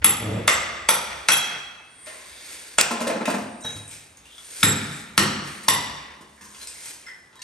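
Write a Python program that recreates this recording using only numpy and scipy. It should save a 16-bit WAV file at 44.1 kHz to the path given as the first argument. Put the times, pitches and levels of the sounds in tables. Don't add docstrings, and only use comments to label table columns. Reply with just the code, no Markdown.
import sys
import numpy as np
from scipy import signal
from scipy.fft import rfft, irfft, next_fast_len
from scipy.io import wavfile

SR = 44100
rng = np.random.default_rng(int(sys.argv[2]) if len(sys.argv) > 2 else 0)


def store_wav(level_fs):
    pcm = np.round(np.clip(np.atleast_2d(level_fs), -1, 1) * 32767)
    wavfile.write(sys.argv[1], SR, pcm.T.astype(np.int16))


def elevation(decibels):
    levels = np.asarray(decibels, float)
    return 10 ** (levels / 20)


N = 327795

# (frequency [Hz], level [dB], t60 [s])
TUB = [(64, -10.5, 0.28), (104, -4.5, 0.19), (144.1, -1, 0.24), (184.25, -3.5, 0.144), (215, 1, 0.13),
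       (253.2, -1, 0.087), (321.2, -1.5, 0.065), (458, -5.5, 0.13), (554, -6, 0.085), (604, 0.5, 0.043),
       (760, -13, 0.049), (865, -2, 0.081), (1019, 0, 0.059)]
# (frequency [Hz], likeness [0-1])
LIKENESS = [(100, 0.98), (290, 0.94), (640, 0.01), (1400, 0.07), (3100, 0.49), (6800, 0.79), (10000, 0.98)]


def rms_one(x):
    return x / np.sqrt(np.mean(x ** 2) + 1e-20)


def at_hz(points, hz):
    points = np.array(points)
    return np.interp(np.log(hz), np.log(points[:, 0]), points[:, 1])


def clicks(times_s, gains):
    out = np.full(N, 1e-18)
    out[np.round(np.asarray(times_s) * SR).astype(int)] += gains
    return out


def ring(x, hz, t60_s):
    radius, angle = elevation(-60 / (t60_s * SR)), 2 * np.pi * hz / SR
    return signal.lfilter([0, np.sin(angle)], [1, -2 * radius * np.cos(angle), radius * radius], x)


def band(x, low_hz, high_hz):
    return signal.sosfilt(signal.butter(2, [low_hz, high_hz], "band", fs=SR, output="sos"), x)


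def soft(x, cut_hz):
    pole = np.exp(-2 * np.pi * cut_hz / SR)
    return signal.lfilter([(1 - pole) ** 2], [1, -2 * pole, pole * pole], x)


def puffs(times_s, gains, rise_s, t60_s, low_hz, high_hz):
    rise, fall = np.exp(-1 / (rise_s * SR)), elevation(-60 / (t60_s * SR))
    decay = signal.lfilter([1], [1, -fall], clicks(times_s, gains))
    shape = signal.lfilter([1 - rise], [1, -rise], decay)
    return shape * rms_one(band(rng.standard_normal(N), low_hz, high_hz))


def struck(times_s, modes, db, spread_db):
    luck = rng.standard_normal((len(times_s), 2 * len(modes)))
    out = np.zeros(N)
    for k, (hz, mode_db, t60_s) in enumerate(modes):
        gains = elevation(db + mode_db + spread_db * luck[:, 2 * k]) * np.sign(luck[:, 2 * k + 1])
        out += ring(clicks(times_s, gains), hz, t60_s)
    return out


def swells(times_s, swell_s, fade_s, db):
    t = np.arange(0, N + 64, 64) / SR
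    late = t[:, None] - times_s
    below_db = 20 * np.maximum(-late / np.maximum(swell_s, 1e-3), late / np.maximum(fade_s, 1e-3))
    gain = np.sqrt(np.sum(elevation(db - below_db) ** 2, axis=1))
    return np.interp(np.arange(N) / SR, t, gain)


def spread(mid, side, hz):
    alike = np.clip(at_hz(LIKENESS, hz), 0, 1)
    return np.sqrt(1 + alike) * mid + np.sqrt(1 - alike) * side * [[1], [-1]]


def steady(colour):
    hz = np.arange(1, N // 2 + 2) * SR / N
    mid, side = rfft(rng.standard_normal((2, N)))
    return rms_one(irfft(spread(mid, side, hz) * elevation(at_hz(colour, hz)), N))


def notes(places, strengths, swell_s):
    out, t = np.zeros(N), np.arange(16384) / SR
    for (s, hz), (db, t60_s) in zip(places, strengths):
        part = out[round(s * SR):][:len(t)]
        envelope = elevation(db - 60 * t / max(t60_s, .01)) * (1 - np.exp(-t / swell_s))
        part += (envelope * np.sin(2 * np.pi * hz * t))[:len(part)]
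    return out


def blows():
    # (time [s], crack [dB], thud [dB], stone [dB])
    blow_table = [
        (0.0454, 0, -20.5, -8.5),
        (0.4788, 5.5, -57, -6),
        (0.8887, 1.5, -36, -9),
        (1.2865, 11, -33, -5.5),
        (2.7852, 7.5, -33, -6.5),
        (2.8126, -8, -66, -20.5),
        (4.63, 3.5, -18.5, -6.5),
        (5.179, 7, -19.5, -7.5),
        (5.6836, 7, -27, -8),
    ]
    s, crack_db, thud_db, stone_db = np.transpose(blow_table)
    s = s - .0012
    early = puffs(s - .007, elevation(stone_db - 23.5), 0.0039, 0.015, 370, 12000)
    thud = struck(s + 0.00373, TUB[:7], thud_db - 3.5, spread_db=1.5)
    thud += puffs(s, elevation(thud_db - 4.5), 0.012, 0.133, 88, 480)
    return early + masonry(s, crack_db, stone_db) + steel() + thud


def masonry(times_s, crack_db, stone_db):
    # (frequency [Hz], level [dB])
    pieces = [
        [(800, 0), (1260, 2.5), (2040, 1), (2680, 1.5), (3490, 0), (4500, -6.5), (5400, -9.5), (6380, -7),
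         (7650, -5)],
        [(620, -1.5), (1190, 1), (2040, 1), (2740, -2), (3580, -4.5), (4600, -6.5), (5300, -9), (6120, -6.5),
         (7700, -8)],
        [(560, -1), (870, 0), (1350, 1), (1920, -2.5), (2330, -1.5), (3450, 0), (4700, -6.5), (5910, -2.5),
         (8350, -6)],
        [(780, -2), (1400, 0.5), (2110, -1.5), (2620, 0), (3380, -13.5), (3830, -2), (5850, -5.5)],
        [(710, 1.5), (1390, 0.5), (2680, -0.5), (3400, -2), (4240, -7), (4750, -3), (7520, 2)],
        [(1520, 3), (2600, 5), (3100, -12.5), (4600, -2), (5710, 4), (6500, -6), (7500, -9)],
        [(850, -7), (1350, -0.5), (1850, -1), (2310, -1.5), (3730, -1), (5290, -6), (6220, -11.5), (7700, -13)],
        [(1250, 3), (1890, 1), (2950, -0.5), (4290, 1), (5590, -4.5), (7700, -8)],
        [(1030, 0), (1910, -3), (2920, -8), (3590, -2), (4740, -8), (5670, -5), (7650, -6)],
    ]
    # note decay at 1 kHz, t60 [s]
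    note_t60_s = [0.013, 0.011, .011, 0.00821, 0.0085, 0.0099, .011, 0.0087, 0.015]
    splinter_db = [13, 6, 1, 3.5, 6.5, 15, 5, 4.5, 0]
    damping = 0.4
    out, tap = np.zeros(N), np.eye(1, 4096, 128)[0] + 1e-18
    crack, splinters = band(tap, 352, 4900), band(tap, 7130, 8830)
    luck = rng.random((len(times_s), 48))
    for i, at_s in enumerate(times_s):
        body = np.zeros(4096)
        for k, (hz, db) in enumerate(pieces[i]):
            khz = hz / 1000
            body += (-1) ** k * elevation(db) * khz ** damping * ring(tap, hz, note_t60_s[i] * khz ** -damping)
        fracture = elevation(crack_db[i]) * (crack + elevation(splinter_db[i]) * splinters)
        out[round(at_s * SR) - 128:][:4096] += crush(fracture + elevation(stone_db[i]) * body, luck[i])
    return out


def crush(x, luck):
    crush_s = .006
    knots = np.linspace(0, len(x) // 2, len(luck))
    late = np.interp(np.arange(len(x) // 2 + 1), knots, luck ** 2 * crush_s * SR)
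    return irfft(rfft(x) * np.exp(-2j * np.pi * np.cumsum(late) / len(x)), len(x))


def steel():
    # (time [s], mode groups near 11.1 kHz [dB], 3.3 kHz [dB], 3.85 kHz [dB], 7.67 kHz [dB])
    contacts = [(0.0444, -1, -22, -31, -16), (0.4765, -5.5, -25, -23, -16.5), (0.891, -1, -31, -40, -55),
                (1.2859, -5, -16, -21.5, -22.5), (1.319, -2, -9, -19, -35), (2.785, -40, -25, -46, -40),
                (3.65, -37.5, -53.5, -49, -60), (3.688, -50.5, -44.5, -42, -60),
                (4.6338, -1.5, -38, -30, -18), (5.177, -6, -21.5, -38.5, -30),
                (5.686, -3.5, -48.5, -30.5, -39.5)]
    mode_hz = [
        [11075, 11150, 11640],
        [3281, 3322, 3165],
        [3836, 3866, 6325, 6821],
        [5846, 8900],
        [7670, 7625, 7735],
    ]
    # (level [dB], t60 [s])
    mode_strengths = [
        [(3, 0.033), (-12, 0.042), (-22.5, 0.12)],
        [(-8.5, 0.284), (0.5, 0.065), (-22, 0.17)],
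        [(-1.5, 0.12), (-13.5, 0.1), (-6, 0.25), (-3.5, 0.09)],
        [(0, 0.1), (-12, 0.07)],
        [(-1.5, 0.25), (-18.5, 0.05), (-10.5, .04)],
    ]
    rows = np.array(contacts)
    rows = np.insert(rows, 4, rows[:, 2] - 6.5, axis=1)
    out = np.zeros(N)
    for k, (hz, strengths) in enumerate(zip(mode_hz, mode_strengths)):
        out += struck(rows[:, 0], np.column_stack((hz, strengths)), rows[:, 1 + k] - 5, spread_db=3.0)
    grip_db = 3.5 * rms_one(soft(rng.standard_normal(N), 40))
    return soft(out * elevation(grip_db), 15000)


def snap():
    # (time [s], peak [dB])
    snaps = [
        (2.812, -3.5),
    ]
    s, db = np.transpose(snaps)
    return puffs(s - .001, elevation(db + 5.0), 0.0007, 0.014, 2500, 12000)


def tile_notes():
    # (time [s], frequency [Hz])
    places = [(.479, 1190), (.479, 2034), (.479, 2127), (.479, 3550), (.479, 3677), (.889, 880),
              (.889, 1325), (.889, 1935), (.889, 2340), (1.3, 1500), (4.631, 3708), (5.18, 1300),
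              (5.18, 1880), (5.18, 4414), (5.18, 7682), (5.685, 984), (5.685, 1162), (5.685, 1900),
              (5.685, 1990), (5.685, 2731), (5.685, 6500), (5.685, 7673)]
    # (peak [dB], t60 [s])
    strengths = [(-25, .12), (-18, .15), (-21, .2), (-26, 0.14), (-25.5, 0.135), (-24, 0.176), (-28, 0.093),
                 (-22.5, .12), (-24.5, 0.093), (-21, 0.101), (-20, 0.14), (-25, 0.089), (-20, .15),
                 (-31, 0.107), (-33, .12), (-29, 0.15), (-29, 0.113), (-25, 0.23), (-24, .35), (-30, .15),
                 (-33, 0.092), (-39, .15)]
    return notes(places, strengths, swell_s=.001)


def hollow_notes():
    # (time [s], frequency [Hz])
    places = [(2.908, 232), (2.908, 700), (3.008, 232), (3.064, 555), (3.11, 450), (3.15, 222), (3.2, 225),
              (3.274, 700), (3.274, 1000), (3.375, 200), (4.633, 214), (4.633, 104), (5.182, 214)]
    # (peak [dB], t60 [s])
    strengths = [(-16.5, 0.14), (-21, 0.155), (-15.5, 0.15), (-16, 0.076), (-24.5, 0.18), (-20.5, .12),
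                 (-27, .1), (-21, 0.14), (-29, .08), (-26, .1), (-19.5, 0.23), (-20, 0.28), (-22, 0.193)]
    return notes(places, strengths, swell_s=0.0076)


def clink_notes():
    # (time [s], frequency [Hz])
    places = [(3.612, 8230), (3.622, 3850), (3.635, 5868), (3.635, 6320), (3.635, 6831), (3.64, 3316),
              (3.645, 3838), (3.647, 3866), (3.685, 3850), (7.063, 2075), (7.082, 1900), (7.098, 2040),
              (7.113, 1782), (7.113, 5260), (7.14, 1960), (7.35, 3316), (7.36, 3850), (7.388, 1800),
              (7.388, 1000), (7.416, 2760), (7.416, 4620), (7.416, 6000)]
    # (peak [dB], t60 [s])
    strengths = [(-41.5, 0.16), (-39, 0.079), (-39.5, 0.2), (-42.5, .25), (-44, 0.21), (-43.5, .3),
                 (-26.5, 0.23), (-31, 0.23), (-36, 0.1), (-39, 0.2), (-29.5, 0.045), (-41, 0.13),
                 (-40.5, 0.11), (-44, 0.054), (-43.5, 0.067), (-61, 0.37), (-53.5, 0.3), (-51, 0.19),
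                 (-50, 0.19), (-39, .1), (-44, .1), (-36, .05)]
    return notes(places, strengths, swell_s=.003)


def bumps():
    # (time [s], peak [dB], hollow note [Hz], rattle [dB])
    bump_table = [(2.909, -15, 239, -18), (3.011, -18, 238, -23), (3.069, -16.5, 526, -19),
                  (3.099, -17, 666, -30), (3.159, -24, 215, -48), (3.209, -22, 220.5, -44),
                  (3.278, -17.5, 250, -29), (3.299, -20.5, 693, -24), (3.339, -22, 221.4, -28),
                  (3.379, -30.5, 223, -32.5), (3.417, -43, 215, -37), (3.46, -31.5, 215, -61),
                  (3.646, -30.5, 180.8, -37), (3.688, -50, 190.7, -55), (3.759, -42, 276, -33),
                  (6.208, -42.5, 206, -42.5), (6.412, -57, 207, -43)]
    # (time [s], deep thud [dB])
    settling = [
        (3.068, -50),
        (3.42, -46),
        (3.646, -45),
        (3.76, -41.5),
        (3.928, -57.5),
        (6.41, -57.5),
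    ]
    s, db, hollow_hz, rattle_db = np.transpose(bump_table)
    deep_s, deep_db = np.transpose(settling)
    hollow = np.zeros(N)
    for at_s, peak_db, hz in zip(s, db, hollow_hz):
        tap = elevation(peak_db - 3.0) * np.eye(1, 8192)[0] + 1e-18
        hollow[round(at_s * SR):][:8192] += ring(tap, hz, 0.093)
    shell_modes = [(hz, mode_db, 1.07 * t60_s) for hz, mode_db, t60_s in TUB[3:]]
    shell = struck(s, shell_modes, db - 13.0, spread_db=4.5)
    deep = struck(deep_s, TUB[1:3], deep_db + 3.5, spread_db=5.5)
    clatter = puffs(s, elevation(db - 7.0), 0.0014, 0.091, 220, 1656)
    clatter += puffs(s, elevation(rattle_db), 0.0059, 0.048, 1200, 16400)
    return band(band(hollow + shell, 135, 2800), 135, 2800) + soft(deep, 400) + clatter


def judder():
    # (time [s], level [dB], slip rate [1/s])
    slide = [
        (0.225, -16, 107.7),
        (0.24, -18, 102),
        (0.285, -16.5, 114),
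        (0.303, -18, 125),
        (0.322, -15.5, 105.5),
        (0.346, -17.5, 113.5),
        (0.376, -17, 116.5),
        (0.409, -33, 115),
        (0.431, -47, 93),
    ]
    # (frequency [Hz], level [dB], t60 [s])
    panel = [(109.2, 1, 0.0345), (186.2, -1, 0.11), (250, -3, 0.03), (323, -3.5, 0.023), (462, -2.5, 0.027),
             (573, -3.5, 0.017)]
    t, (s, db, slips_per_s) = np.arange(N) / SR, np.transpose(slide)
    rate = np.interp(t, s, slips_per_s) * (1 + .08 * rms_one(soft(rng.standard_normal(N), 60)))
    slips = np.diff(np.floor(np.cumsum(rate) / SR), prepend=0) * elevation(3 * rng.standard_normal(N))
    fade = np.clip(np.minimum(t - s[0] + .03, s[-1] - t + .045) / .03, 0, 1)
    push = soft(slips * fade * elevation(np.interp(t, s, db)), 1360) + 1e-18
    return elevation(-5.5) * sum(elevation(mode_db) * ring(push, hz, t60_s) for hz, mode_db, t60_s in panel)


def chips():
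    # (time [s], peak [dB], pitch [Hz], t60 [s], left-right [dB])
    chip_table = [(2.072, -33.5, 636, 0.1, -6), (3.004, -16, 622, 0.053, -1),
                  (3.255, -14.5, 1922, 0.014, 0.5), (3.91, -34, 7650, 0.065, 10),
                  (4.171, -38, 6570, 0.023, 0), (6.41, -34, 1650, 0.018, -3),
                  (6.614, -26.5, 4130, 0.041, 3), (6.672, -28.5, 8564, 0.0203, 19),
                  (6.857, -23.5, 8007, 0.017, 5), (7.066, -42, 2060, 0.066, 16.5),
                  (7.084, -38, 1984, 0.046, 30.5), (7.149, -48.5, 1874, 0.047, 16),
                  (7.355, -36.5, 1024, 0.018, 2), (7.393, -38.5, 1790, 0.023, 1),
                  (7.418, -33, 4230, 0.081, 11.5)]
    # (time [s], peak [dB], pitch [Hz], t60 [s], left-right [dB])
    extra_voices = [
        (2.0668, -40, 3100, 0.042, 4),
        (6.42, -38.5, 213, 0.11, -1),
        (1.301, -11.5, 2600, 0.15, 4),
        (3.258, -18.5, 2610, 0.023, 17),
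        (7.065, -33.5, 5300, 0.047, 4),
        (7.099, -43, 5100, 0.037, -2),
    ]
    # (time [s], peak [dB], pitch [Hz], t60 [s], left-right [dB])
    grazes = [
        (4.255, -35.5, 2800, 0.0166, 4),
        (4.310, -42, 3150, 0.08, 10),
        (4.381, -31, 3420, 0.022, 9.5),
        (6.6, -40, 4000, 0.057, 1.5),
    ]
    every = chip_table + extra_voices + grazes
    out, luck = np.zeros((2, N)), rng.uniform(-0.94, 1, (len(every), 2))
    for (s, db, hz, t60_s, pan_db), (low_luck, high_luck) in zip(every, luck):
        at = round(s * SR)
        tick = elevation(db - 9.5) * np.eye(1, min(8192, N - at))[0] + 1e-18
        sound = ring(tick, hz, t60_s)
        sound += 0.1 * ring(tick, hz * (0.43 + 0.14 * low_luck), t60_s)
        sound += 0.28 * ring(tick, min(hz * (1.5 + 0.5 * high_luck), 12000), t60_s / 2)
        out[:, at:at + len(tick)] += sound * elevation(np.array([[.5], [-.5]]) * pan_db)
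    dusty = np.array(chip_table + grazes)
    return out + puffs(dusty[:, 0], elevation(dusty[:, 1] - 11.5), 0.00041, 0.029, 1030, 15300)


def knocks():
    # (time [s], peak [dB], low edge [Hz], high edge [Hz], t60 [s])
    knock_table = [(2.068, -31, 504, 3200, .05), (2.784, -17, 14900, 16300, .02),
                   (2.811, 3, 14000, 16400, 0.063), (4.632, -21, 14900, 16400, 0.041),
                   (3.607, -37, 5930, 10150, 0.0616), (3.878, -29.5, 8000, 9750, 0.034),
                   (3.91, -31, 2030, 9000, 0.018), (4.171, -38, 4950, 11100, 0.0155),
                   (6.378, -42, 1400, 2063, 0.021), (6.413, -42, 814, 2000, 0.046),
                   (6.547, -35.5, 1000, 7000, 0.036), (6.673, -21.5, 3540, 10280, 0.0084),
                   (7.066, -37, 1300, 2100, 0.088), (7.085, -44, 1294, 2150, 0.027),
                   (7.102, -43, 1410, 2150, 0.058), (7.329, -46, 790, 4000, 0.042),
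                   (7.393, -37, 3820, 4700, 0.013), (7.418, -27, 2500, 9250, 0.026)]
    out = np.zeros(N)
    for s, db, low_hz, high_hz, t60_s in knock_table:
        body = out[round(s * SR):][:4096]
        fall = elevation(db - 8 - 60 * np.arange(len(body)) / (max(t60_s, .002) * SR))
        body += fall * rms_one(band(rng.standard_normal(4096), low_hz, high_hz))[:len(body)]
    return out


def grit():
    # (loudest time [s], swell [s per 20 dB], fade [s per 20 dB], hiss [dB], scuff [dB])
    strokes = [(0.019, -1, 1.5, -60, -34), (1.02, -6, 0.7, -42, -66), (1.13, 0.05, 0.0161, -50, -29),
               (1.57, 0.34, -0.72, -60, -32), (1.75, 6, -1.5, -59, -73), (2.06, 0, 1.5, -41, -44.5),
               (2.52, 0.24, 0.43, -36, -43), (2.75, 0.6, -1.02, -44, -51), (3.648, -0.9, 0.34, -38.5, -41),
               (3.93, 0.08, 0.22, -38, -48.5), (4.27, 0, 0, -43, -52), (4.6, 0.28, 0.5, -31, -42.5),
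               (4.82, 0.2, -0.95, -39, -42), (5.0, 0.5, 0.1, -40, -61), (5.47, 0.07, .5, -38, -41),
               (5.63, 0, 0.1, -36.5, -66), (6.15, 3, 0, -71.5, -46.5), (6.42, -0.1, 1, -46.5, -58),
               (6.64, 0.13, 0.0264, -37, -47), (6.89, 0.51, 0.2, -34.5, -45.5),
               (7.068, 0.15, -2, -65.5, -50), (7.43, -0.1849, -0.7, -29.5, -58)]
    # (frequency [Hz], level [dB])
    hiss_colour = [(2000, -9.5), (3000, -3), (4200, 0.5), (6000, 0.5), (8500, 3), (10200, 5), (11500, 0),
                   (12500, -1.5)]
    s, swell_s, fade_s, hiss_db, scuff_db = np.transpose(strokes)
    grains = (rng.random(N) < 1500 / SR) * elevation(1.3 * np.minimum(rng.exponential(1, N), 4))
    rough = 0.53 + 0.4 * rms_one(soft(grains, 420))
    flat = steady([(100, 0.0021), (4000, 0.0056)])
    scuff = elevation(-4.5) * rms_one(band(flat, 310, 1518)) + rms_one(band(flat, 1241, 2470))
    hiss = steady(hiss_colour) * swells(s, swell_s, fade_s, hiss_db)
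    return rough * (hiss + scuff * swells(s, swell_s, fade_s, scuff_db))


def scrapes():
    # (loudest time [s], swell [s per 20 dB], fade [s per 20 dB], level [dB], pitch [Hz])
    drags = [(2.06, 0.2, .2, -43, 9050), (2.09, 0.15, .3, -45.5, 1990), (2.08, 0.1, 0.8, -51, 1056),
             (2.4, 0.5, 0.7, -48, 3700), (2.42, .55, 0.9, -49, 4520), (2.55, -0.2, -0.4, -47, 8900),
             (3.63, -0.56, -0.1, -46, 8300), (3.66, .03, 0.18, -42.5, 1640), (3.86, 1.3, 0.2, -49.5, 8900),
             (3.92, 0.2, 0.35, -52, 2510), (4.34, 0.18, .2, -50, 3470), (4.44, -0.6, .3, -48, 9200),
             (6.42, .02, 0.46, -50.5, 1015), (6.43, -0.1, .2, -51, 1650), (6.45, .03, 0.3, -51, 6370),
             (6.74, -0.7, .3, -50, 2070)]
    width = 0.078
    out, white = np.zeros((2, N)), steady([(100, 0), (4000, 0)])
    for s, swell_s, fade_s, db, hz in drags:
        tone = band(white, hz * (1 - width), hz * (1 + width))
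        out += rms_one(tone) * swells(np.array([s]), swell_s, fade_s, db)
    return out


def bathroom(x):
    # (frequency [Hz], t60 [s])
    room_t60 = [(60, 1.18), (160, 1.158), (420, 1.12), (1100, 1.21), (2900, 1.056), (6000, 0.85),
                (12000, 0.28)]
    # (frequency [Hz], level [dB])
    room_colour = [(60, -8.5), (200, -1), (600, 2), (2000, 1), (5000, -1.5), (8000, 2), (12000, 1),
                   (16000, -25)]
    t = np.arange(round(1.3 * SR)) / SR
    edges_hz = 35 * 2 ** np.arange(0, 9.1, .5)
    white = rng.standard_normal((2, 2, len(t)))
    echoes = np.zeros((2, len(t)))
    for k, (low_hz, high_hz) in enumerate(zip(edges_hz, edges_hz[1:])):
        hz = np.sqrt(low_hz * high_hz)
        t60_s = at_hz(room_t60, hz)
        decay = elevation(-60 * t / t60_s) + elevation(5.0) * elevation(-60 * t / (0.265 * t60_s))
        mid, side = band(white[k % 2] * np.minimum(t / 0.00062, 1) * decay, low_hz, high_hz)
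        echoes += elevation(at_hz(room_colour, hz)) * spread(mid, side, hz)
    echoes /= np.sqrt(np.sum(echoes ** 2) / 2)
    return signal.oaconvolve(x[None], echoes, axes=1)[:, :N]


def rumble():
    # (loudest time [s], level [dB])
    surges = [(0.0, -38), (0.56, -43.5), (1.1, -50), (2.3, -67.5), (2.92, -71), (3.6, -64.5), (4.2, -62.5),
              (4.8, -71), (5.36, -50.5), (5.9, -56), (6.5, -70.5)]
    s, db = np.transpose(surges)
    surge = elevation(-75.5) + swells(s, 0.43, 0.53, db)
    lumps = elevation(1.7 * rms_one(soft(rng.standard_normal(N), 3.2)))
    return surge * lumps * steady([(25, -16.0), (45, -6.0), (60, 2.5), (75, 1.5), (110, -15.0), (200, -67.0)])


def room_air():
    # (frequency [Hz], level [dB])
    air_colour = [(18, -37), (30, 9.5), (69, 3.5), (1320, 0), (2080, -11), (8880, -14), (10100, -24),
                  (11100, -11), (12000, -26), (16000, -65.5)]
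    return elevation(-58.5) * steady(air_colour)


def scene():
    hits, tub = blows(), bumps() + judder()
    small, sand = chips() + knocks(), grit() + scrapes()
    clean = tile_notes() + hollow_notes() + clink_notes()
    send = elevation(4.0) * hits + elevation(-1.5) * tub + elevation(4.0) * small.mean(0)
    send += elevation(-9.0) * sand.mean(0) + elevation(-4.5) * clean
    direct = hits * elevation(np.array([[.7], [-.7]])) + tub + small + clean + snap() + elevation(-3.5) * sand
    return direct + bathroom(send) + room_air() + rumble()


def limiter(x):
    loud_db = 10 * np.log10(soft(np.mean(x ** 2, 0), 51) + 1e-9)
    release_db = 29.4 * np.arange(N) / SR
    held_db = np.maximum.accumulate(loud_db + release_db) - release_db
    return np.tanh(x * elevation(-.6 * np.maximum(held_db + 17.0, 0)) / 1.06) * 1.141


def ports(x):
    # (frequency [Hz], left port's lead [rad])
    port_phase = [(0, 0), (3190, 1), (5940, 0.92), (7490, 1.82), (8790, 0.5), (9820, -3), (10900, -2.5),
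                  (12000, -2)]
    # (frequency [Hz], level of the sum [dB])
    sum_colour = [(25, -44), (55, -1), (9000, 1), (9650, 4.5), (9900, -5), (10450, -5), (10650, 3.5),
                  (11200, 4.5), (12000, 0.5), (13100, -43), (14600, -48), (15400, -16), (16400, -61)]
    # (frequency [Hz], level of the difference [dB])
    difference_colour = [(35, -29.5), (55, -3.5), (11600, -0.5), (12300, -47), (16200, -54)]
    size = next_fast_len(N + 4096)
    hz = np.arange(1, size // 2 + 2) * SR / size
    phase_hz, lead_rad = np.transpose(port_phase)
    turn = np.exp(.5j * np.interp(hz, phase_hz, lead_rad) * [[1], [-1]])
    left, right = rfft(x, size) * turn
    mid = (left + right) / 2 * elevation(at_hz(sum_colour, hz))
    side = (left - right) / 2 * elevation(at_hz(difference_colour, hz))
    return irfft([mid + side, mid - side], size)[:, :N]


def low_pass(x):
    return signal.sosfilt(signal.butter(12, 16620, fs=SR, output="sos"), x)


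def record(dry):
    mix = np.clip(ports(limiter(dry)), -1, 1)
    return low_pass(mix)


dry = scene()
out = record(dry)
store_wav(out)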